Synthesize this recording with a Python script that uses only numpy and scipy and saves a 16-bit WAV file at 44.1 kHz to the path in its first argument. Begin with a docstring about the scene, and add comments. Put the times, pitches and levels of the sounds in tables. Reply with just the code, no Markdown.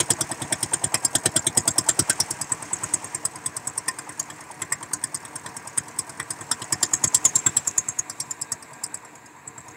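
"""A one-cylinder diesel drives a steel mixer drum in an open yard while a mono microphone walks round it.
Close by at first, coloured noise rumbles and rushes; every tenth of a second a firing sends shaped noise
through resonances: whistling cap, thumping pipe, clanking casing, then gear knocks, valve ticks and chuffs.
The engine recedes from about 2 s, grows nearer again with a lower whistle near 7 s as the microphone
passes behind the drum, and is faint by the end."""
import sys
import numpy as np
from scipy import signal
from scipy.fft import rfft, irfft, next_fast_len
from scipy.io import wavfile
from scipy.ndimage import uniform_filter1d

SR = 44100
rng = np.random.default_rng(int(sys.argv[2]) if len(sys.argv) > 2 else 0)


def master_out(mix):
    """Clip the mix to full scale and print it as 16-bit PCM to the path in sys.argv[1]."""
    frames = np.transpose(np.atleast_2d(mix))
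    ceiling = np.clip(frames, -1, 1)
    pcm = np.round(ceiling * 32767).astype(np.int16)
    wavfile.write(sys.argv[1], SR, pcm)


N = 430416  # samples
SPAN = 5120  # samples of one blow
T = np.arange(SPAN) / SR  # seconds
HZ = np.fft.rfftfreq(SPAN, 1 / SR)

# Cylinder firings, levels before each layer's trim: start_s, jet_db, whistle_hz, second_puff_db,
# muffler_shell_db, cylinder_head_db, combustion_shock_db, clank_hz, pipe_thump_db
FIRINGS = [(0.0, -18, 8500, -61, -31.5, -25.5, -30.5, 2070.0, -35),
           (0.1022, -15.5, 8270, -33, -26, -29.5, -33.5, 1660, -29.5),
           (0.2068, -23, 8700, -42, -26.5, -34.5, -35, 1610, -34.5),
           (0.3125, -28, 8600, -54.0, -39.5, -44.5, -39, 1770, -39),
           (0.4158, -30.0, 8240.0, -44, -41.5, -37.5, -42, 1850, -34),
           (0.5226, -21.5, 8820.0, -42.5, -31, -32.5, -29.5, 2140.0, -37),
           (0.6263, -22, 8700, -62, -29.5, -35.5, -41, 1800.0, -35.5),
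           (0.733, -18.5, 8340, -44, -39, -36, -34, 1580, -40.5),
           (0.8377, -19, 8150, -41, -37, -36.5, -42, 1820.0, -33),
           (0.9404, -20.5, 8200, -57, -24.5, -33, -28.0, 2000, -37),
           (1.0463, -15.5, 8600, -54, -28.5, -44, -45, 1810.0, -39),
           (1.15, -18.0, 8200, -40, -28.5, -26, -32, 1690, -35),
           (1.2554, -17.5, 8660, -60, -30, -27, -29, 1750, -30),
           (1.3603, -16, 8500, -27.5, -28, -26, -31.5, 1560, -32),
           (1.4656, -18.5, 8540, -47, -33, -26.5, -36, 2100, -34.5),
           (1.5713, -14, 8240, -32, -26, -33.5, -34.5, 2000, -31.5),
           (1.675, -17, 8430, -28, -27.5, -33, -33, 1340.0, -33),
           (1.7797, -17.5, 8200, -35, -22, -36.5, -37, 1730, -35),
           (1.8861, -14, 8330, -28.0, -32.0, -30, -29, 1390, -43),
           (1.9897, -18.5, 8360, -36.5, -22.5, -34, -32.5, 1540.0, -28),
           (2.095, -17.5, 8500, -36.5, -27, -32.5, -25.5, 1570, -40.5),
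           (2.1996, -25, 8550, -53.5, -19, -40, -40, 1520.0, -37),
           (2.3046, -25.5, 8800, -52, -34.5, -53, -45, 1930.0, -41.5),
           (2.4105, -24.5, 7700, -43, -35, -55.5, -45, 1810.0, -43),
           (2.517, -19.5, 7800, -43, -52, -57, -38, 1570.0, -38.5),
           (2.6207, -34, 8340, -53, -50, -57, -45.5, 1610.0, -47.0),
           (2.7288, -21.5, 7900, -38, -62, -53, -44, 2120, -43.5),
           (2.8337, -24.5, 8000.0, -48.0, -52, -56.0, -38, 1800, -39),
           (2.9355, -18, 8180, -51, -40, -49, -41, 2060, -43),
           (3.0407, -32, 8500, -46, -51, -57.5, -48, 1820.0, -46),
           (3.1447, -26, 8320.0, -52.0, -42, -67, -43, 1900, -44.0),
           (3.2498, -21, 8100, -48.5, -35, -56, -43.5, 1340.0, -44.5),
           (3.3545, -37.0, 8300, -51.5, -47, -60.5, -50, 1980.0, -47),
           (3.4584, -22.5, 8360, -52.5, -40, -42, -43.5, 1810.0, -42.0),
           (3.564, -27.5, 8500, -59, -42.5, -56, -47, 1340.0, -46.5),
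           (3.6699, -24.5, 7970, -39.5, -43, -59, -46, 1840.0, -44),
           (3.7748, -24.5, 8560, -64, -36.5, -60, -47.5, 1820.0, -47.0),
           (3.879, -24, 8690.0, -43, -29.5, -46, -28, 1870, -47),
           (3.9845, -33.5, 8350, -50.0, -43, -56, -41, 1480, -49.5),
           (4.0891, -37.5, 8550, -54.5, -51, -57.5, -44.5, 1800, -49),
           (4.1932, -24.5, 6900, -41, -38, -50, -45.5, 1750.0, -49),
           (4.2988, -40, 7750, -54.0, -50, -45.5, -43, 1830.0, -52),
           (4.4044, -44.5, 8500, -63, -50, -64, -57, 2000.0, -53.0),
           (4.5091, -42, 8900, -62.5, -54, -57, -60, 1800.0, -53.0),
           (4.6157, -27, 8000, -49.5, -42, -42, -34.5, 1860, -44),
           (4.7203, -22, 8140, -52.5, -36, -52, -28.0, 2030, -47),
           (4.8259, -34.5, 8560, -49.5, -51.5, -48, -47, 1830.0, -48),
           (4.9312, -23, 8530, -44, -35, -53.0, -40.0, 1340.0, -46.5),
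           (5.0362, -23.5, 8800, -53, -37.5, -45.5, -39.5, 1820.0, -46.5),
           (5.143, -26, 8540, -42.0, -37.5, -55, -47, 1820.0, -45.5),
           (5.248, -38, 8500, -52, -51, -49.5, -49, 1800.0, -50),
           (5.354, -31, 8800, -49, -43.5, -54.5, -45.5, 1530.0, -48.5),
           (5.4587, -38, 8600, -55, -45, -43.5, -39.5, 1340.0, -46),
           (5.5639, -33.5, 8500, -56, -44.5, -56.5, -49, 1820.0, -50.0),
           (5.6707, -37, 8500, -48.0, -45, -63, -59, 1820.0, -50),
           (5.7744, -19, 8840, -54, -41, -42.5, -36, 1750, -40.5),
           (5.8791, -43, 7800, -53.0, -50, -58, -55, 1730.0, -49),
           (5.9859, -22, 8570, -46.0, -34, -48, -47.0, 2280.0, -45),
           (6.0917, -39, 8890.0, -53, -47, -61.5, -47, 1440.0, -49),
           (6.1962, -32.5, 8430, -39, -41, -40, -30.5, 2020, -46),
           (6.303, -27.0, 8650, -45, -37.5, -50, -45.5, 1850.0, -43.5),
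           (6.4077, -36.0, 7850, -51, -56, -54, -43.5, 1580.0, -40.5),
           (6.5117, -22.5, 8300, -43, -26, -34, -31, 1450, -46),
           (6.6163, -35.0, 7990.0, -37, -42, -37.5, -44, 1850.0, -41.5),
           (6.7221, -20.0, 7830, -54, -28.0, -44, -34, 1860, -35),
           (6.8262, -19.0, 7360, -31, -23.5, -30.5, -32.5, 1530, -42),
           (6.9323, -16, 7240, -36, -38.5, -42.0, -34.0, 1490, -43.5),
           (7.0374, -15, 7040, -25.5, -30, -38, -34, 1840, -32),
           (7.1436, -10.5, 7740, -29, -26, -31, -41, 1770.0, -38.5),
           (7.249, -11, 7150, -30.5, -34, -32, -35.5, 2080, -39),
           (7.3534, -14.5, 7250, -27, -33, -35, -44, 1650.0, -37),
           (7.4615, -14, 7670, -31, -40, -30.5, -29, 1540, -31.5),
           (7.5655, -14.5, 7780, -43.5, -33, -35, -42, 1620, -41),
           (7.6713, -19, 7200, -40, -39.5, -55, -45, 1490.0, -44),
           (7.7764, -15, 7130, -40, -43, -52, -40, 1840, -43),
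           (7.883, -22.5, 7640, -44.0, -54, -64.0, -45.5, 1670, -42),
           (7.9864, -20, 6800, -56, -41.5, -58, -45, 1420.0, -47),
           (8.0948, -32.0, 7800, -53.0, -37, -61.0, -46, 1830.0, -50),
           (8.1994, -27, 8300, -43, -30.5, -52, -49.0, 2220.0, -47),
           (8.3059, -26.5, 7300.0, -64, -43.5, -59.0, -49, 1600.0, -52),
           (8.4122, -26, 7670.0, -52, -37.5, -59, -63, 1600.0, -47.5),
           (8.5169, -24, 7740, -56, -34, -57, -42.5, 1900, -44),
           (8.623, -44, 8460.0, -62, -47.5, -75, -53, 1840.0, -62),
           (8.729, -46.5, 8070.0, -51.5, -55, -70.0, -73, 1630, -59),
           (8.8348, -27, 7750, -37.5, -34.5, -69, -49, 1340.0, -51),
           (8.9405, -29.5, 8040, -45, -48, -74, -47.5, 2080, -49),
           (9.0461, -47.0, 7560, -56.0, -58, -79, -55, 1970, -57),
           (9.1513, -46.5, 7000, -56, -61, -66.5, -58, 2030.0, -53),
           (9.2567, -50, 7300, -61.0, -57, -76.5, -64.0, 1410.0, -62),
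           (9.3597, -56, 7660.0, -61, -80.5, -77.0, -64, 1560.0, -59),
           (9.4718, -35, 7600, -56.5, -75, -74.5, -63, 1580, -49.5),
           (9.5762, -39, 7660, -45, -66, -64, -51, 1660.0, -48),
           (9.6798, -45.0, 6900, -48, -57, -70.5, -58.5, 1670.0, -48)]

# Walk round the machine: time_s, nearness_db, air_rush_db, chuff_db
WALK = [(0, 0, -45.5, -35), (.6, -1, -45.5, -36.5), (1.2, 0, -51.5, -35), (1.7, 1, -51, -35),
        (2.1, -1, -41, -37), (2.5, -7, -46, -42), (2.9, -4, -41.5, -39.5), (3.3, -10, -49.5, -47),
        (4.2, -9, -50.5, -45.5), (4.6, -10, -54.5, -46), (5.3, -8, -52.5, -46), (6.2, -8, -52, -49),
        (6.7, -5, -48, -41), (7.1, -3.5, -45.5, -44), (7.5, -6.5, -43.5, -45), (7.9, -13, -48.5, -52),
        (8.5, -14, -54, -50), (8.9, -16, -54.5, -46.5), (9.35, -26, -58, -52.5), (9.76, -16, -54.5, -47)]

# Modes of the perforated muffler cap: pitch_hz, width_hz, level_db
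CAP_MODES = [(6420, 1100, -4), (6540, 89, 9.5), (7090, 160, -3.5), (7516, 81, 6), (8010, 460, 0),
             (8814, 230, 2.5), (9080, 620, -7)]
# Modes of the muffler shell: pitch_hz, width_hz, level_db
SHELL_MODES = [(4600, 450, -8.5), (5054, 190, 0), (5534, 245, -1), (5980, 93, -2)]
# Modes of the muffler box: pitch_hz, width_hz, level_db
BOX_MODES = [(247, 110, -1.5), (344.6, 55, 1.5), (406, 140, -9.5)]
# Modes of the muffler, heard in the chuffs: pitch_hz, width_hz, level_db
MUFFLER_MODES = [(512, 16, -8.5), (653, 30, -1.5), (808, 40, -1), (925, 110, -3)]
# Modes of the exhaust pipe: pitch_hz, width_hz, level_db
PIPE_MODES = [(84, 160, -7), (140, 105, 1), (304, 54, -14)]
# Modes of the cylinder head: pitch_hz, width_hz, level_db
HEAD_MODES = [(3200, 1200, 2), (3446, 400, 6), (4056, 240, -2.5)]
# Modes of the frame panels: pitch_hz, width_hz, level_db
FRAME_MODES = [(1328, 174, 0.5), (1560, 117, 0), (1812, 85, 3.5), (2110, 230, -2), (2240, 210, -3.5),
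               (2500, 180, -5)]
# Modes of the gear cover: pitch_hz, width_hz, level_db
COVER_MODES = [(438, 23, -3), (641, 58, 5.5), (749, 18, 1.5), (952, 79, -7.5), (1035, 21, 3),
               (1154, 106, 1.5)]
# Modes of the steel drum: pitch_hz, half_width_hz, level_db
DRUM_MODES = [(237, 5, -2), (301, 6, 0), (458, 5, -2), (738, 4, 1), (960, 8, -2), (1017, 7, 0),
              (1147, 6, -1), (1611, 6, -2)]

# Relative spectrum of hissing gas: pitch_hz, density_db (per Hz)
GAS_SPECTRUM = [(3000, -26), (5500, -12.5), (8000, 7), (10200, 5.5), (12000, -8.5), (15300, -9),
                (16200, -52)]
# Relative spectrum of the ring gear's rumble, before the drum modes: pitch_hz, density_db (per Hz)
RUMBLE_SPECTRUM = [(40, -33), (75, -10), (140, 5), (230, -11.5), (310, -3), (540, -8.5), (950, -4.5),
                   (1300, -8.5), (1900, -4.5), (2600, -14), (3100, -26.5), (4300, -21.5), (6000, -31)]
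# Relative spectrum of rushing air before the walk behind the drum: pitch_hz, density_db (per Hz)
RUSH_SPECTRUM = [(2500, -4), (3900, -16.5), (5200, -11.5), (6300, -6), (7000, -6.5), (8000, -4.5),
                 (9500, -14.5), (11300, -31), (15300, -28), (16300, -50)]
# Relative spectrum of rushing air from behind the drum onward: pitch_hz, density_db (per Hz)
RUSH_BEHIND_SPECTRUM = [(1470, -14), (2500, 2), (3050, -13.5), (3850, -7), (5310, -30), (5560, -18.5),
                        (7560, 3), (8690, -10), (9310, -20), (9900, -15), (15700, -30)]

# Pressure waves down the pipe: after_firing_ms, level_db
PUSHES = [(1.5, 9), (9.5, 9.5), (18, 4), (30, 7.5), (38, -32), (58, -20), (88, -13)]
# Gear teeth taking up slack: after_firing_ms, level_db
KNOCKS = [(19, -7), (30, -24.5), (81, -29), (88, -4), (94, -11.5)]
# Valves seating and lifting: after_firing_ms, level_db
VALVES = [(30, -6.5), (58, -9), (81, -7.5), (93, -28)]
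# Gas surging into the muffler: after_firing_ms, level_db
CHUFFS = [(30, -11.5), (81, -9), (89, -4), (96, -2.5), (102, -9.5)]

# Levels that follow the nearness: (dB at nearness 0, dB gained per dB of nearness)
RUMBLE_LEVEL, TICK_LEVEL, KNOCK_LEVEL, BOX_LEVEL = (-41, 0.31), (-37, 0.98), (-41, 0.61), (-38, 1)
NEAR_DB = 4.5  # range of nearness that counts as close by
BEHIND_S = (7.05, 8.1)  # the microphone passes behind the drum

HISS_DB, HISS_SHARE = -1.5, 0.47  # offset from a level between jet and shell; the shell's share of it
LATE_HZ, LATE_SPREAD_HZ = 7520, 280  # mean pitch of the whistle's tail and its random spread
LATE_FOLLOWS = 0.21  # Hz per Hz of the first whistle
BOX_FOLLOWS, BOX_FEELS_SHOCK = 0.48, 0.31  # dB per dB of the pipe thump, of the shock
COVER_DB = -42  # at an average shock and jet
COVER_FOLLOWS, COVER_FEELS_JET = 0.61, 0.098  # dB per dB of the shock, of the gas jet
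COVER_HZ, COVER_SINKS_HZ = 1030, 500  # favoured pitch, how far it may sink close by
CHUFF_HZ, CHUFF_SINKS_HZ = 950, 300  # favoured pitch from afar, how far it sinks close by
FADE_HZ, FADE_DB, TOP_HZ = 15750, -16, 16600  # where the treble drops, gain above it, end of the band


def amp(db):
    """Decibel law: twenty decibels are a factor of ten in amplitude."""
    return 10 ** (np.asarray(db) / 20)


def unit(x):
    """Normalisation by effective value: x at rms 1."""
    return x / np.sqrt(np.mean(x ** 2) + 1e-20)


def along(points, hz):
    """Interpolation of (Hz, value) points on a logarithmic frequency axis."""
    point_hz, value = np.transpose(points)
    return np.interp(np.log(hz + 1), np.log(point_hz + 1), value)


def walk(s, column):
    """Linear interpolation of one column of the walk at times s."""
    rows = np.transpose(WALK)
    return np.interp(s, rows[0], rows[column])


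def level(s, rule):
    """Linear distance rule: a level in dB that follows the nearness."""
    return rule[0] + rule[1] * walk(s, column=1)


def close(s):
    """Proximity measure: 1 beside the engine, falling to 0 away from it."""
    return np.clip(1 + walk(s, column=1) / NEAR_DB, 0, 1)


def crank():
    """Flywheel inertia evens out the firings: smooth times of the same crank angle."""
    s = np.transpose(FIRINGS)[0]
    turn = np.arange(len(s))
    return np.polyval(np.polyfit(turn, s, deg=5), turn)


def resonance(hz, width_hz):
    """Damped oscillator: the causal response of one mode, with gain 1 at its peak."""
    return 1j * HZ * width_hz / (hz * hz - HZ * HZ + 1j * HZ * width_hz)


def favour(hz, width_hz, rest):
    """Selective excitation: modes near hz are driven hardest, the others by rest."""
    return rest + abs(resonance(hz[:, None], width_hz)) ** 2


def body(modes, scatter_db, count):
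    """Modal superposition: one response per blow, each mode struck at a new strength."""
    chance = rng.standard_normal((count, len(modes)))
    response = 0
    for k, (hz, width_hz, db) in enumerate(modes):
        strength = amp(db + scatter_db * chance[:, k, None])
        response = response + (-1) ** k * strength * resonance(hz, width_hz)  # alternating sign
    return response


def puffs(count, rise, t60, lumpy_db, alike=0):
    """Turbulent bursts: noise rises in about rise s, decays 60 dB in t60 s, with a share alike in all rows."""
    noise = rng.standard_normal((count + 1, 2, SPAN))
    lumps = amp(lumpy_db * unit(uniform_filter1d(noise[1:, 1], 90)))  # lumps of about 2 ms
    share = np.clip(alike, 0, 1)
    blow = np.sqrt(share) * noise[0, 0] + np.sqrt(1 - share) * noise[1:, 0]
    onset = 1 - np.exp(-(T / rise) ** 2)
    return blow * lumps * onset * amp(-60 * T / t60)


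def play(drive, response, s, db):
    """Linear filtering: each row through its response, at rms db over its first 20 ms, placed at time s."""
    rows = irfft(rfft(drive) * response, SPAN)
    early_rms = np.sqrt(np.mean(rows[:, :SR // 50] ** 2, axis=1))
    rows = rows * (amp(db) / early_rms)[:, None]
    first = np.round(np.maximum(s, 0) * SR).astype(int)
    where = first[:, None] + np.arange(SPAN)
    return np.bincount(where.ravel(), rows.ravel(), N + SR)[:N]


def noise(spectrum, patchy_db):
    """Spectral shaping: coloured noise of rms 1 with time-frequency patches of random gain."""
    hz, _, z = signal.stft(rng.standard_normal(N), SR, nperseg=1024, noverlap=768)
    field = uniform_filter1d(rng.standard_normal(z.shape), 7, 0)  # across frequency
    field = uniform_filter1d(field, 5, 1)  # across time
    z = z * amp(along(spectrum, hz)[:, None] + patchy_db * unit(field))
    return unit(signal.istft(z, SR, nperseg=1024, noverlap=768)[1][:N])


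def drum():
    """Steady excitation: ring-gear noise hums in the drum's modes; cooling air and leaks rush above it."""
    s = np.arange(N) / SR
    f = np.fft.rfftfreq(N, 1 / SR)
    hum = sum(amp(db) / (1 + ((f - hz) / half_width) ** 2) for hz, half_width, db in DRUM_MODES)
    rumble = irfft(rfft(noise(RUMBLE_SPECTRUM, patchy_db=1.5)) * (1 + 3.2 * hum), N)
    behind = np.interp(s, BEHIND_S, (0, 1))
    rush = np.sqrt(1 - behind) * noise(RUSH_SPECTRUM, patchy_db=1.0)
    rush = rush + np.sqrt(behind) * noise(RUSH_BEHIND_SPECTRUM, patchy_db=2.0)
    return amp(level(s, RUMBLE_LEVEL)) * unit(rumble) + amp(walk(s, column=2)) * rush


def exhaust():
    """Jet-driven resonance: gas leaks, whistles in the cap holes, rings the shell and puffs again after 22 ms."""
    s, whistle_db, whistle_hz, again_db, shell_db = np.transpose(FIRINGS)[:5]
    n = len(s)
    chance = rng.standard_normal((n, 2))
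    tail_hz = LATE_HZ + LATE_FOLLOWS * (whistle_hz - whistle_hz.mean()) + LATE_SPREAD_HZ * chance[:, 0]
    between_db = HISS_SHARE * shell_db + (1 - HISS_SHARE) * whistle_db
    hiss_db = HISS_DB + between_db + 0.5 * chance[:, 1]

    cap = body(CAP_MODES, 5.1, count=n)
    first = cap * favour(whistle_hz, 430, rest=0.056)
    late = cap * favour(tail_hz, 710, rest=0.079)
    plate = body(SHELL_MODES, 5.5, count=n) * resonance(5220, 2000) ** 2

    leak = play(puffs(n, 0.0097, 0.035, 7.7), first, s - .01, whistle_db - 24.0)
    whistle = play(puffs(n, 0.0063, 0.019, 2.2), first, s, whistle_db - 1.2)
    hiss = play(puffs(n, 0.0041, 0.031, 0.54), amp(along(GAS_SPECTRUM, HZ)), s, hiss_db)
    shell = play(puffs(n, 0.003, 0.054, 2.1), plate, s, shell_db - .6)
    tail = play(puffs(n, 0.0071, 0.043, 3.1), late, s + 0.0016, whistle_db - 8.5)
    again = play(puffs(n, 0.0066, 0.047, 11.0), late, s + 0.022, again_db - 1.5)
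    return leak + whistle + hiss + shell + tail + again


def thump():
    """Pulse propagation: a train of pressure waves leaves the pipe after each firing; the muffler box booms."""
    s, (shock_db, pipe_db) = crank(), np.transpose(FIRINGS)[[6, 8]]
    n = len(s)
    box_db = level(s, BOX_LEVEL) + BOX_FOLLOWS * (pipe_db - pipe_db.mean())
    box_db = box_db + BOX_FEELS_SHOCK * (shock_db - shock_db.mean()) + 1.24 * rng.standard_normal(n)
    boom = puffs(n, 0.0024, 0.074, 1.8, alike=0.48)
    box = play(boom, body(BOX_MODES, 5, count=n), s - .004, box_db)

    chance_db = 1.5 * rng.standard_normal((n, len(PUSHES), 1))
    train = 0
    for k, (ms, push_db) in enumerate(PUSHES):
        pulse = np.exp(-((T - ms / 1000) / 0.0011) ** 2)
        train = train + amp(push_db + chance_db[:, k]) * pulse
    pipe = play(train, body(PIPE_MODES, 0.61, count=n) * resonance(70, 260), s, pipe_db + 2.0)
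    return box + pipe


def casing():
    """Impact excitation: combustion shock shakes cylinder head, frame panels and gear cover."""
    s, jet_db, head_db, shock_db, frame_hz = np.transpose(FIRINGS)[[0, 1, 5, 6, 7]]
    n = len(s)
    cover_hz = COVER_HZ - COVER_SINKS_HZ * close(s) * rng.random(n)
    cover_db = COVER_DB + COVER_FOLLOWS * (shock_db - shock_db.mean())
    cover_db = cover_db + COVER_FEELS_JET * (jet_db - jet_db.mean()) + 2.5 * rng.standard_normal(n)

    ring = body(HEAD_MODES, 4.9, count=n) * resonance(3480, 940) ** 2
    clank = body(FRAME_MODES, 4.3, count=n) * favour(frame_hz, 480, rest=.27)
    knock = body(COVER_MODES, 3.8, count=n) * favour(cover_hz, 200, rest=.12)
    head = play(puffs(n, 0.0018, 0.06, 1.6), ring, s, head_db - .6)
    frame = play(puffs(n, 0.0011, 0.076, 1.26), clank, s, shock_db + 0.17)
    cover = play(puffs(n, 0.00056, 0.035, 5.3), knock, s, cover_db)
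    return head + frame + cover


def repeated_blows(blows, modes, colour, base_db):
    """Periodic excitation: blows return at fixed delays from the crank times, uneven in strength."""
    s = crank()
    n, total = len(s), 0
    for ms, db in blows:
        drive = puffs(n, .001, .014, 1.5, alike=.6)
        blow_db = base_db + db + 3.3 * rng.standard_normal(n)
        total = total + play(drive, body(modes, 4.4, count=n) * colour, s + ms / 1000, blow_db)
    return total


def gear_knocks():
    """Backlash impact: gear teeth take up slack and strike the cover's modes."""
    return repeated_blows(KNOCKS, COVER_MODES, 1, level(crank(), KNOCK_LEVEL))


def valve_ticks():
    """Seating impact: valves excite cap and shell modes with a little broadband hiss."""
    s, ring_hz = crank(), np.transpose(FIRINGS)[2]
    n, total = len(s), 0
    for ms, db in VALVES:
        seat = body(CAP_MODES, 4.5, count=n) * favour(ring_hz, 500, rest=0.57)
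        seat = seat + amp(-4.0) * body(SHELL_MODES, 2.4, count=n)
        seat = seat + amp(along(GAS_SPECTRUM, HZ) - 22)
        tick_db = level(s, TICK_LEVEL) + db + 2.5 * rng.standard_normal(n)
        total = total + play(puffs(n, .002, .07, 3), seat, s + ms / 1000, tick_db)
    return total


def chuffs():
    """Cavity resonance: gas surging into the muffler excites its modes, favouring lower ones close by."""
    s = crank()
    colour = favour(CHUFF_HZ - CHUFF_SINKS_HZ * close(s), 260, rest=.15)
    return repeated_blows(CHUFFS, MUFFLER_MODES, colour, walk(s, column=3))


def scene():
    """Superposition of sources: engine and drum at one microphone, the same in both channels."""
    engine = exhaust() + thump() + casing() + gear_knocks() + valve_ticks() + chuffs()
    mono = drum() + engine
    return np.array([mono, mono])


def record(dry):
    """Soft limiting and band limits: peaks round off, deep bass thins, treble drops at FADE_HZ, ends at TOP_HZ."""
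    soft = dry / (1 + abs(dry / 0.47) ** 5) ** (1 / 5)
    m = next_fast_len(N)
    f = np.fft.rfftfreq(m, 1 / SR)
    bass = (1j * f / (1j * f + 60)) ** 2  # two high-pass stages at 60 Hz
    treble = amp(FADE_DB * (f > FADE_HZ)) * (f < TOP_HZ)
    return irfft(rfft(soft, m) * bass * treble, m)[:, :N]


dry = scene()
out = record(dry)
master_out(out)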